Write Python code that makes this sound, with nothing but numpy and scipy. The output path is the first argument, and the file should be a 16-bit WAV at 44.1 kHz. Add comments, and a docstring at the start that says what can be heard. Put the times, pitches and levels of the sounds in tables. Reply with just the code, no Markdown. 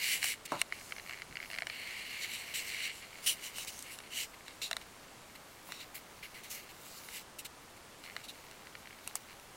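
"""In a quiet room, a hand rubs and ticks a small mono camera's casing; kittens' paws rustle faintly on blankets.
Brushing is a bright hiss: noise of many slips, coloured and shaped by the pressure of each stroke.
Fingers slide on the plastic casing, which creaks and ticks: slips ring the modes of its panel and shell.
Knocks ring the modes of a cardboard wall; steady coloured noise is the room air and microphone hiss."""
import sys
import numpy as np
from scipy import signal
from scipy.fft import rfft, irfft, next_fast_len
from scipy.io import wavfile
from scipy.ndimage import uniform_filter1d, map_coordinates

SR = 44100
rng = np.random.default_rng(int(sys.argv[2]) if len(sys.argv) > 2 else 0)


def amplitude_ratio(level_db):
    """Convert a level in decibels to the matching linear amplitude (field) ratio."""
    exponent = np.asarray(level_db, float) / 20
    return 10 ** exponent


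def store_pcm(level_fs):
    """Save levels as 16-bit WAV."""
    pcm = np.round(np.clip(level_fs, -1, 1) * 32767).astype(np.int16)
    wavfile.write(sys.argv[1], SR, np.atleast_2d(pcm).T)


N = 421596  # length in samples
TOP_HZ = 15900  # upper band limit of the camera and of the rubbed shell

# Modes of the casing's thin panel under the fingers.
# Each row: frequency in Hz, width in Hz, gain in dB.
PANEL_MODES = [(2200, 340, 18.5), (2750, 260, 12), (4230, 480, 9.5)]
# Modes of the casing's stiff shell.
# Each row: frequency held loosely in Hz, width in Hz, gain held loosely in dB, gain held tight in dB.
SHELL_MODES = [(680, 80, -15, -15), (1200, 710, -12, -12), (2950, 220, 6, 0), (4050, 520, -8, 2),
               (5750, 400, -5, -8), (7300, 900, -7, -10)]


def unit(x):
    """Normalises the mean power: scaled to rms 1."""
    return x / np.sqrt(np.mean(x ** 2))


def peak(x):
    """Normalises the largest excursion: scaled to peak 1."""
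    return x / np.abs(x).max()


def filtered(x, response):
    """Linear filtering: the spectrum of x times a complex response of frequency."""
    m = next_fast_len(2 * x.shape[-1])
    spectrum = rfft(x, m) * response(np.fft.rfftfreq(m, 1 / SR))
    return irfft(spectrum, m)[..., :x.shape[-1]]


def colour(points):
    """Spectral colour: gain interpolated between (Hz, dB) points on a log frequency axis."""
    f, db = np.transpose(points)
    return lambda hz: amplitude_ratio(np.interp(np.log(hz + 1), np.log(f), db))


def ringing(modes, scatter_db, in_step=False):
    """Modal superposition: resonances of scattered strength; modes in step leave notches between them."""
    gains = amplitude_ratio(scatter_db * rng.standard_normal(len(modes)))
    signs = [1 if in_step else (-1) ** k for k in range(len(modes))]

    def response(f):
        return sum(sign * gain * amplitude_ratio(db) * 1j * f * width / (centre ** 2 - f ** 2 + 1j * f * width)
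                   for sign, gain, (centre, width, db) in zip(signs, gains, modes))
    return response


def wobble(rate):
    """Band-limited fluctuation: a smooth random curve with rate knots a second."""
    return map_coordinates(rng.standard_normal(N // 20), [np.arange(N) * rate / SR])


def burst(t60):
    """Exponential decay: a sudden puff of noise that falls 60 dB in t60 seconds."""
    t = np.arange(SR // 10) / SR
    return amplitude_ratio(-60 * t / t60) * rng.standard_normal(len(t))


def shifting(x, depth_db):
    """Time-varying filtering: broad patches of gain over time and frequency make the colour drift."""
    z = signal.stft(x, nperseg=512)[2]
    field = uniform_filter1d(rng.standard_normal(z.shape), size=14, axis=0)
    field = uniform_filter1d(field, size=24, axis=1)
    return unit(signal.istft(z * amplitude_ratio(depth_db * unit(field)), nperseg=512)[1][:N])


def room():
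    """Stationary noise: steady room air and microphone hiss."""
    # Spectrum of the background. Each row: frequency in Hz, relative gain in dB.
    room_colour = [(25, -4.5), (100, -3), (300, -3.5), (700, -4), (1200, -4.5), (2100, -9.5), (4200, -13.5),
                   (9000, -17), (16000, -28.5)]
    return amplitude_ratio(-55) * unit(filtered(rng.standard_normal(N), colour(room_colour)))


def knocks():
    """Impact excitation: blows and bounces ring the cardboard wall, with a rattle dying after each."""
    # Blows on the cardboard. Each row: start in seconds, peak level in dB, contact time in ms.
    blows = [(0.5201, -21.5, 0.079), (0.5335, -36, 0.15), (0.551, -38, 0.065), (1.298, -46, 3.5),
             (5.69, -42, 0.031)]
    # Modes of the cardboard wall. Each row: frequency in Hz, width in Hz, gain in dB.
    wall_modes = [(146, 110, -3.5), (332, 140, 1), (592, 86, 2), (985, 280, 5.5), (1560, 710, -5)]
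    out = np.zeros(N + SR)
    for start, db, contact_ms in blows:
        push = 0.042 * burst(t60=0.21)
        push[0] = 1
        wall = ringing(wall_modes, scatter_db=1.0)
        # a long contact dulls the blow
        soft = lambda f: wall(f) / (1 + 2j * np.pi * f * contact_ms / 1000) ** 2
        out[round(start * SR):][:len(push)] += amplitude_ratio(db) * peak(filtered(push, soft))
    return out[:N]


def tightness(s):
    """Boundary condition of the shell: how tight the hold is at time s, from 0 to 1."""
    # The hand's hold. Each row: time in seconds, tightness from 0 to 1.
    hold = [(0.1, 0.3), (0.6, 0.8), (1.9, 0.6), (2.56, 0.3), (2.85, 0.5), (3.3, 0.1), (3.99, 0.8),
            (4.12, 0.05), (4.26, 0.05), (4.48, 1), (5.8, 1), (7.15, 0.5), (8.2, 0.9)]
    return np.clip(np.interp(s, *np.transpose(hold)), 0, 1)


def shell_modes(tight):
    """Modal damping: a tight hold lowers the modes, damps the main one and frees the one above."""
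    drop = 0.05 * tight  # share of each frequency
    return [(hz * (1 - drop), width, loose_db + tight * (tight_db - loose_db))
            for hz, width, loose_db, tight_db in SHELL_MODES]


def creaks():
    """Periodic stick-slip: tick rows for nearly even trains of soft ticks of uneven strength."""
    # Creaks of the casing.
    # Each row: first tick in seconds, last tick in seconds, ticks per second, middle level in dB.
    trains = [(1.063, 1.092, 92, -31), (1.11, 1.154, 120, -32.5), (1.416, 1.459, 93, -33.5),
              (1.174, 1.2, 81, -41), (1.514, 1.545, 110, -30.5), (3.13, 3.19, 90, -42.5),
              (8.039, 8.123, 85, -41.5), (8.181, 8.212, 120, -44), (8.908, 9.011, 50, -42)]
    hardness, scatter_db = 0.061, 4
    uneven = 0.07  # timing scatter in periods
    rows = []
    for first, last, rate, db in trains:
        late, loud = rng.standard_normal((40, 2)).T
        times = first + (np.arange(len(late)) + uneven * late) / rate
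        for at, up in zip(times, loud):
            if at < last + 0.5 / rate:
                rows.append((at, db + scatter_db * up, hardness))
    return rows


def ticks():
    """Stick-slip release: each slip of the grip rings the casing's modes around a sharp crack."""
    # Single ticks. Each row: start in seconds, level in dB,
    # hardness (0 rings the panel, 1 the shell, 2 and over is a bare crack).
    single_ticks = [(0.2287, -16, 0.42), (0.2426, -12.5, 1.6), (0.2436, -22, 0.44), (0.339, -29, 0.22),
                    (0.5202, -24.5, 1.3), (0.6155, -8.5, 1.5), (0.6158, -10, 0.55), (0.724, -19, 0.24),
                    (0.812, -34.5, 0.2), (0.909, -36, 0.2), (0.9224, -22, 0.16), (0.9643, -33, 0.08),
                    (0.9827, -29, 0.14), (0.9974, -30, 0.19), (1.0265, -48, 0.05), (1.0527, -44, 0.05),
                    (1.22, -23, 0.34), (1.311, -38, 0.2), (1.3259, -34, 0.23), (1.3557, -29, 0.098),
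                    (1.3703, -24, 0.07), (1.389, -38, 0.1), (1.402, -29, 0.09), (1.5019, -28, 0.11),
                    (1.5617, -29, 0.12), (1.576, -31, 0.25), (1.5862, -19, 0.046), (1.606, -30, 0.2),
                    (1.6212, -20, 0.37), (1.6318, -32, 0.13), (1.6698, -17.5, 0.6), (1.699, -22.5, 0.094),
                    (3.5837, -21, 1.6), (3.6482, -28, 2.4), (3.7911, -25, 5.2), (3.825, -25, 5.1),
                    (3.988, -26, 1), (4.003, -31, 0.46), (4.408, -38.5, 0.16), (4.464, -47, 0.2),
                    (4.4812, -27, 0.93), (4.6168, -25, 0.75), (4.7126, -13.5, 0.95), (4.7304, -16, 0.82),
                    (4.7673, -16, 0.87), (5.7214, -21, 0.85), (7.087, -29.5, 0.48), (8.1535, -42, 0.1),
                    (8.1651, -19.5, 0.61), (8.5124, -32.5, 1.1), (8.6706, -34.5, 0.11),
                    (8.7527, -30.5, 0.096), (8.8567, -38, 0.073), (8.8728, -33, 0.11), (9.0755, -20, 1.7),
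                    (9.155, -16.5, 2), (9.398, -36, 1.5)]
    # Spectrum of the bare crack. Each row: frequency in Hz, relative gain in dB.
    crack_colour = [(300, -50), (1500, -13.5), (5000, 0.5), (9000, 8), (16000, -12)]
    soft_hz = 3500  # a fingertip's slip dulls from here
    crack_lag = 16  # samples of delay that leave room for the filtered crack's onset
    out = np.zeros(N + SR)
    for start, db, hard in single_ticks + creaks():
        snap = 0.11 * burst(t60=0.016)
        snap[0] = 1  # one clean release, then a little chatter
        modes = ringing(PANEL_MODES, scatter_db=1.5, in_step=True)
        panel = peak(filtered(snap, lambda f: modes(f) / (1 + 1j * f / soft_hz) ** 2))
        held = shell_modes(tightness(start))
        shell = peak(filtered(snap, ringing(held, scatter_db=1.5, in_step=True)))
        # every snap jolts the whole shell in its two low modes, a bare crack less
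        dull = peak(filtered(snap, ringing(shell_modes(0)[:2], scatter_db=2.5)))
        dull_db = -7.5 - 3.9 * max(hard - 1, 0)
        rough = np.roll(snap + 0.23 * burst(t60=0.0029), shift=crack_lag)
        crack = peak(filtered(rough, colour(crack_colour)))
        share = np.sqrt(np.clip(1 - np.abs(min(hard, 2) - np.arange(3)), 0.004, 1))
        tick = share @ [panel, shell, crack] + amplitude_ratio(dull_db) * dull
        out[round(start * SR):][:len(snap)] += amplitude_ratio(db) * tick
    return out[:N]


def pressure():
    """Contact pressure sets friction loudness: gains of panel, shell and hiss over time."""
    # The resting grip, with one long steady slide.
    # Each row: time in seconds, casing rub in dB, brushing hiss in dB.
    resting_grip = [(0, -63, -69), (1.619, -68, -61), (1.74, -45, -55.5), (2.15, -45, -53),
                    (2.62, -48.5, -50), (2.68, -45.5, -45.5), (2.9, -42.5, -68), (2.95, -60, -63),
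                    (3.4, -53.5, -53), (4.3, -74, -64), (4.85, -66, -61.5), (5.6, -71, -69),
                    (6.3, -65.5, -65), (7.35, -81, -72), (8.2, -63, -64.5), (9.56, -69.5, -67)]
    # Strokes that swell and fade. Each row: peak time in seconds, swell and fade time in seconds,
    # panel rub in dB, shell rub in dB, brushing hiss in dB.
    swells = [(0.035, 0.044, -39.5, -47, -42), (0.121, 0.065, -37.5, -36.5, -35.5),
              (0.276, 0.054, -38, -38, -38), (0.54, 0.058, -52, -56, -59), (0.606, 0.017, -62, -50, -53),
              (0.76, 0.042, -55.5, -71, -65), (0.87, 0.1, -77, -76, -55), (1.07, 0.088, -77, -82, -61),
              (1.18, 0.043, -59, -76, -75), (1.5, 0.082, -68, -72, -62), (2.233, 0.024, -55, -45, -59),
              (2.352, 0.059, -69, -43.5, -60), (2.76, 0.072, -55, -49, -71),
              (2.851, 0.037, -59, -42.5, -60), (2.965, 0.044, -73, -52.5, -57),
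              (3.03, 0.019, -53.5, -64, -81), (3.255, 0.02, -77, -58, -47), (3.457, 0.03, -57, -44.5, -46),
              (3.595, 0.045, -65, -46.5, -47), (3.77, 0.11, -90, -88, -52.5),
              (3.885, 0.044, -52.5, -78, -67), (3.932, 0.022, -68, -51, -49),
              (4.06, 0.029, -56.5, -76, -81), (4.13, 0.024, -51.5, -51, -55), (4.201, 0.045, -44, -38, -41),
              (4.495, 0.042, -58, -63, -74), (5.69, 0.034, -61, -69, -59), (5.76, 0.051, -64, -52.5, -80),
              (5.82, 0.02, -54, -51, -76), (6.58, 0.074, -56, -64, -60.5), (6.96, 0.16, -68, -60, -53),
              (7.161, 0.049, -51, -52, -48), (8.19, 0.03, -69, -77, -87), (9.08, 0.044, -70, -62, -68),
              (9.31, 0.027, -58, -71, -76)]
    # Short scuffs that start at once. Each row: start in seconds, length in seconds,
    # panel rub in dB, shell rub in dB, brushing hiss in dB.
    scuffs = [(0.452, 0.012, -47, -60, -39), (2.538, 0.065, -48, -38.5, -45), (3.261, 0.062, -63, -32, -30),
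              (3.671, 0.025, -54, -44, -44), (4.335, 0.014, -51, -76, -63), (4.616, 0.063, -56, -40, -55.5),
              (4.81, 0.017, -55, -56, -62), (5.351, 0.013, -49.5, -61, -57), (5.944, 0.039, -52, -71, -46),
              (6.225, 0.042, -48.5, -73, -56), (6.342, 0.055, -51.5, -61, -60),
              (6.431, 0.054, -56, -58, -58), (6.499, 0.062, -67, -56, -46.5),
              (6.688, 0.028, -56.5, -57, -64), (7.385, 0.024, -68, -44, -45),
              (7.446, 0.021, -50, -44.5, -44.5), (7.763, 0.018, -55.5, -60, -58.5),
              (8.034, 0.044, -55.5, -56, -66), (8.236, 0.027, -68, -47, -56), (8.281, 0.028, -72, -48, -64),
              (9.151, 0.022, -50, -73, -44)]
    t = np.arange(N) / SR
    s, casing_db, hiss_db = np.transpose(resting_grip)
    shell_db = casing_db - 11
    gain = np.array([amplitude_ratio(np.interp(t, s, db)) for db in (casing_db, shell_db, hiss_db)])
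    for top, fade, *db in swells:
        near = slice(max(round((top - 4 * fade) * SR), 0), round((top + 3 * fade) * SR))
        shape = np.exp(-np.abs((t[near] - top) / fade) ** 2.55)  # exponent: steepness of the flanks
        gain[:, near] += amplitude_ratio(db)[:, None] * shape
    for start, length, *db in scuffs:
        u = t[:round(3 * length * SR)]
        # quick bite, short hold, release
        shape = (1 - np.exp(-u / 0.0027)) * np.exp(-(u / length) ** 3)
        gain[:, round(start * SR):][:, :len(u)] += amplitude_ratio(db)[:, None] * shape
    return gain


def rubbed(slip, body, main_hz, top_hz):
    """Friction-driven resonance: slips through a body, thinned steeply below its main mode and above top."""
    low_hz = 0.74 * main_hz  # rubbing is too light to sound below this

    def response(hz):
        thinning = (1 + (low_hz / (hz + 1)) ** 10) * (1 + (hz / top_hz) ** 20)
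        return body(hz) / np.sqrt(thinning)
    return unit(filtered(slip, response))


def panel_rub(slip, gain):
    """Stick-slip friction: a faint, slow slide on the panel breaks up into a ratchet of separate slips."""
    slips_per_s = 85 * amplitude_ratio(3 * wobble(30))
    steps = np.diff(np.floor(np.cumsum(slips_per_s) / SR), prepend=0)
    ratchet = unit(steps * amplitude_ratio(3 * rng.standard_normal(N)))
    creep = 1 / (1 + (gain / amplitude_ratio(-57.0)) ** 4)  # power share of the ratchet
    slip = np.sqrt(1 - creep) * slip + np.sqrt(creep) * ratchet
    body = ringing(PANEL_MODES, 0, in_step=True)
    return gain * rubbed(slip, body, PANEL_MODES[0][0], top_hz=4600)


def shell_rub(slip, gain):
    """Friction-driven modes: light rubbing of the shell, whose colour follows the tightness of the hold."""
    # light rubbing misses the two dull low modes
    loose, tight = [rubbed(slip, ringing(shell_modes(k)[2:], 0, in_step=True), SHELL_MODES[2][0], TOP_HZ)
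                    for k in (0, 1)]
    rub = loose + tightness(np.arange(N) / SR) * (tight - loose)
    return gain * shifting(rub, depth_db=2)


def brushing(slip, gain):
    """Broadband friction noise: tiny slips of fibres add a bright hiss."""
    # Spectrum of the brushing. Each row: frequency in Hz, relative gain in dB.
    brush_colour = [(1000, -16.5), (2500, -6.5), (4500, -1.5), (7500, -0.5), (11000, -3), (16000, -9)]
    # Extra treble of the brushing. Each row: time in seconds, relative level in dB.
    airy = [(0, -20), (4.9, -35), (5.5, 2), (7.3, -12.5), (9.56, -1)]
    hiss = unit(filtered(slip, colour(brush_colour)))
    air = unit(filtered(hiss, lambda hz: 1 / (1 + (11500 / (hz + 1)) ** 10)))
    hiss = hiss + amplitude_ratio(np.interp(np.arange(N) / SR, *np.transpose(airy))) * air
    return gain * shifting(hiss, depth_db=2.5)


def strokes():
    """Friction as a crowd of tiny slips: one uneven grip drives the panel, the shell and the fibres."""
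    panel_gain, shell_gain, hiss_gain = pressure()
    grip = amplitude_ratio(wobble(45) + 1.3 * wobble(350))
    panel_slip, shell_slip, fibre_slip = grip * rng.standard_normal((3, N))
    casing = panel_rub(panel_slip, panel_gain) + shell_rub(shell_slip, shell_gain)
    return casing + brushing(fibre_slip, hiss_gain)


def scene():
    """Linear superposition at one microphone, which feeds both channels."""
    mono = room() + knocks() + ticks() + strokes()
    return np.array([mono, mono])


def roll_off(x):
    """The treble ends steeply here."""
    return signal.sosfilt(signal.butter(12, 16670, fs=SR, output="sos"), x)


def record(dry):
    """Band limitation: the camera keeps nothing above its upper limit."""
    mix = filtered(dry, lambda hz: hz < TOP_HZ)
    return roll_off(mix)


dry = scene()
out = record(dry)
store_pcm(out)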